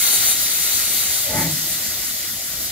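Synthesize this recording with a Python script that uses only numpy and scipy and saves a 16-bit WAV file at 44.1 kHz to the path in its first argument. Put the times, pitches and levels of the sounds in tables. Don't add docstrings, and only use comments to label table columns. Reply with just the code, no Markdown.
import sys
import numpy as np
from scipy import signal
from scipy.fft import rfft, irfft
from scipy.io import wavfile
from scipy.ndimage import uniform_filter1d

SR = 44100
rng = np.random.default_rng(int(sys.argv[2]) if len(sys.argv) > 2 else 0)


def wav_out(sig):
    wavfile.write(sys.argv[1], SR, np.round(np.clip(np.atleast_2d(sig).T, -1, 1) * 32767).astype(np.int16))


def volts_from_db(level):
    exponent = np.asarray(level, float) / 20
    return 10 ** exponent


N = 119511
TIME = np.arange(N) / SR
FREQ = np.fft.rfftfreq(N, 1 / SR) + 1e-3

# (frequency [Hz], level [dB])
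RUMBLE_TONE = [(25, 3), (55, 2), (100, -4.5), (330, -6.5), (450, -16.5), (620, -6.5), (1000, -18.5),
               (1500, -7)]
# (time [s], level [dB])
VALVE_FLOW = [
    (0, -25),
    (1.3, -25),
    (1.8, -26),
    (2.22, -27.3),
    (2.32, -28.5),
    (2.42, -29),
    (2.65, -27.7),
    (2.71, -28.5),
]
# (frequency [Hz], level [dB])
VALVE_TONE = [(300, -17.5), (1000, -16.5), (2500, -7), (3800, 0.5), (7200, 2), (8800, -4.5), (11800, 4),
              (15500, -1)]
# (frequency [Hz], width [Hz], boost [dB])
VALVE_RINGS = [(1976, 270, 11), (4750, 560, 1.7), (6300, 84, 2.3), (8000, 100, 0.67), (11230, 600, 2.8)]
# (time [s], level [dB])
COCK_FLOW = [(0, -19.5), (.14, -20), (.19, -21.5), (.24, -20), (.32, -20), (.36, -25), (.69, -24.5),
             (.74, -22), (.81, -25), (.9, -24.3), (1.2, -26), (1.28, -34), (1.64, -36), (1.73, -28),
             (1.79, -36), (2.71, -44)]
# (frequency [Hz], level [dB])
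COCK_TONE = [(300, -11.5), (1000, -12), (2500, -6), (3700, -1), (5200, -10.5), (7000, -3), (8700, -2),
             (13000, 0.5)]
# (frequency [Hz], width [Hz], boost [dB])
COCK_RINGS = [(793, 32, 13.5), (1420, 220, 7.5), (2130, 100, 11), (3870, 157, 10), (4470, 194, 16.5),
              (6100, 300, 17), (6860, 67, 16), (7540, 100, 14.5), (9710, 350, 8.5), (11150, 450, 5),
              (13100, 1300, 5)]
# (delay [s], level [dB])
BOUNCES = [(.0017, -21), (.0043, -20), (.0079, -19), (.0131, -19), (.0223, -20)]
# (frequency [Hz], width [Hz], level [dB], delay after the beat [s])
CHIMNEY = [(65, 110, -5.5, 0.0091), (161, 24, -1, 0.11), (244, 82, -6, 0.045), (324, 48, -11.5, 0.12),
           (606, 110, -4.5, -0.011), (650, 430, -9.5, 0.11), (873, 28, -4, 0.045), (1290, 650, -12, 0.038),
           (2000, 490, -3.5, 0.067)]
# (delay [s], level [dB])
ECHOES = [
    (.175, -13),
    (.275, -19),
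]
# (frequency [Hz], share [0-1])
LIKENESS = [(60, .99), (300, .95), (700, .85), (1100, .6), (2200, .8), (4800, .42), (9600, .75),
            (15000, .4)]
# (frequency [Hz], left minus right [dB])
SHADE = [(100, 2.5), (400, 3.5), (1000, 1), (4200, 0), (7000, 2.2), (9600, 3.9), (11000, 1.8), (15500, 1)]

COCK_LAG_S, VALVE_LAG_S = .000155, .00017
CHUFF_S, RISE_S, FALL_S, LOW_FALL_S = 1.345, .045, .033, .065
CHUFF_DB, TAIL_DB, TAIL_S = -26.5, -12, .08


def curve(table, at, log=False):
    x, y = np.array(table, float).T
    if log:
        return np.interp(np.log(at), np.log(x), y)
    return np.interp(at, x, y)


def walk(rate_hz):
    hold = int(SR / rate_hz)
    steps = rng.standard_normal(400)[:N // hold + 1]
    level = np.repeat(steps, hold)
    level = uniform_filter1d(uniform_filter1d(level, hold), hold)[:N]
    return 1.6 * (level - uniform_filter1d(level, 4 * hold))


def pair(lag_s, pan_db, spread=0.):
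    a, b = rfft(rng.standard_normal((2, N)))
    like = curve(LIKENESS, FREQ, True) * (1 - spread / (1 + (3000 / FREQ) ** 8))
    mid = a * np.sqrt((1 + like) / 2)
    side = b * np.sqrt((1 - like) / 2)
    port_turn = 2.7 * np.tanh((FREQ / 1150) ** 2)
    turn = np.exp(-2j * np.pi * FREQ * lag_s + 1j * port_turn)
    tilt = volts_from_db((pan_db + curve(SHADE, FREQ, True)) / 2)
    return np.array([(mid + side) * turn * tilt, (mid - side) / tilt])


def turbulence(tone, rings, lag_s, pan_db, surge_db, flicker_db, surge_hz, spread=0.):
    db = curve(tone, FREQ, True) - 24 * np.log2(np.maximum(tone[0][0] / FREQ, 1))
    for hz, width, boost_db in rings:
        db = db + boost_db / (1 + (2 * (FREQ - hz) / width) ** 2)
    spec = pair(lag_s, pan_db, spread) * volts_from_db(db)
    surge = walk(surge_hz)
    place = 2 * np.log2(np.clip(FREQ, 40, 16000) / 40)
    out = 0
    for k in range(19):
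        band = spec * np.maximum(1 - np.abs(place - k), 0)
        out = out + irfft(band, N) * volts_from_db(surge_db * surge + flicker_db * walk(18))
    return out / np.sqrt(np.mean(out ** 2))


def echoed(table):
    return sum(volts_from_db(db) * np.exp(-2j * np.pi * FREQ * lag) for lag, db in table)


def rumble():
    tone = RUMBLE_TONE + [(2500, -40)]
    return turbulence(tone, [], COCK_LAG_S, -1.1, 1.0, 3.3, 3.45) * volts_from_db(-40)


def valve():
    plume = turbulence(VALVE_TONE, VALVE_RINGS, VALVE_LAG_S, 0.3, .3, 1.2, 22, spread=.4)
    return plume * volts_from_db(curve(VALVE_FLOW, TIME) + 4)


def cock():
    jet = turbulence(COCK_TONE, COCK_RINGS, COCK_LAG_S, 1, .35, 1.5, 24)
    return jet * volts_from_db(curve(COCK_FLOW, TIME) + 4.5)


def bounced(hiss):
    return irfft(rfft(hiss) * (1 + echoed(BOUNCES)), N)


def chuff():
    spec = pair(COCK_LAG_S, -1.2)
    out = 0
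    for hz, width, db, late_s in CHIMNEY:
        ring = irfft(spec / (1 + (2 * (FREQ - hz) / width) ** 2), N)
        power = uniform_filter1d(np.mean(ring ** 2, axis=0), int(SR / min(hz, width)))
        ring = ring / power ** .4
        t = TIME - CHUFF_S - late_s
        fall_s = FALL_S + LOW_FALL_S * 60 / hz
        puff = np.exp(-.5 * (t / np.where(t < 0, RISE_S, fall_s)) ** 2)
        tail = volts_from_db(TAIL_DB) * np.exp(-np.abs(t) / TAIL_S) * (t > 0)
        puff = np.maximum(puff, tail)
        out = out + ring / ring.std() * puff * volts_from_db(db + CHUFF_DB + 2.2 * walk(60))
    back = echoed(ECHOES) / (1 + (FREQ / 430) ** 2)
    return irfft(rfft(out) * (1 + back), N)


def scene():
    return rumble() + bounced(valve() + cock()) + chuff()


def top_cut(x):
    return signal.sosfilt(signal.butter(12, 15730, fs=SR, output="sos"), x)


def record(dry):
    band = (FREQ < 15730) / (1 + (48 / FREQ) ** 4)
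    mix = irfft(rfft(dry) * band, N)
    return top_cut(mix)


dry = scene()
out = record(dry)
wav_out(out)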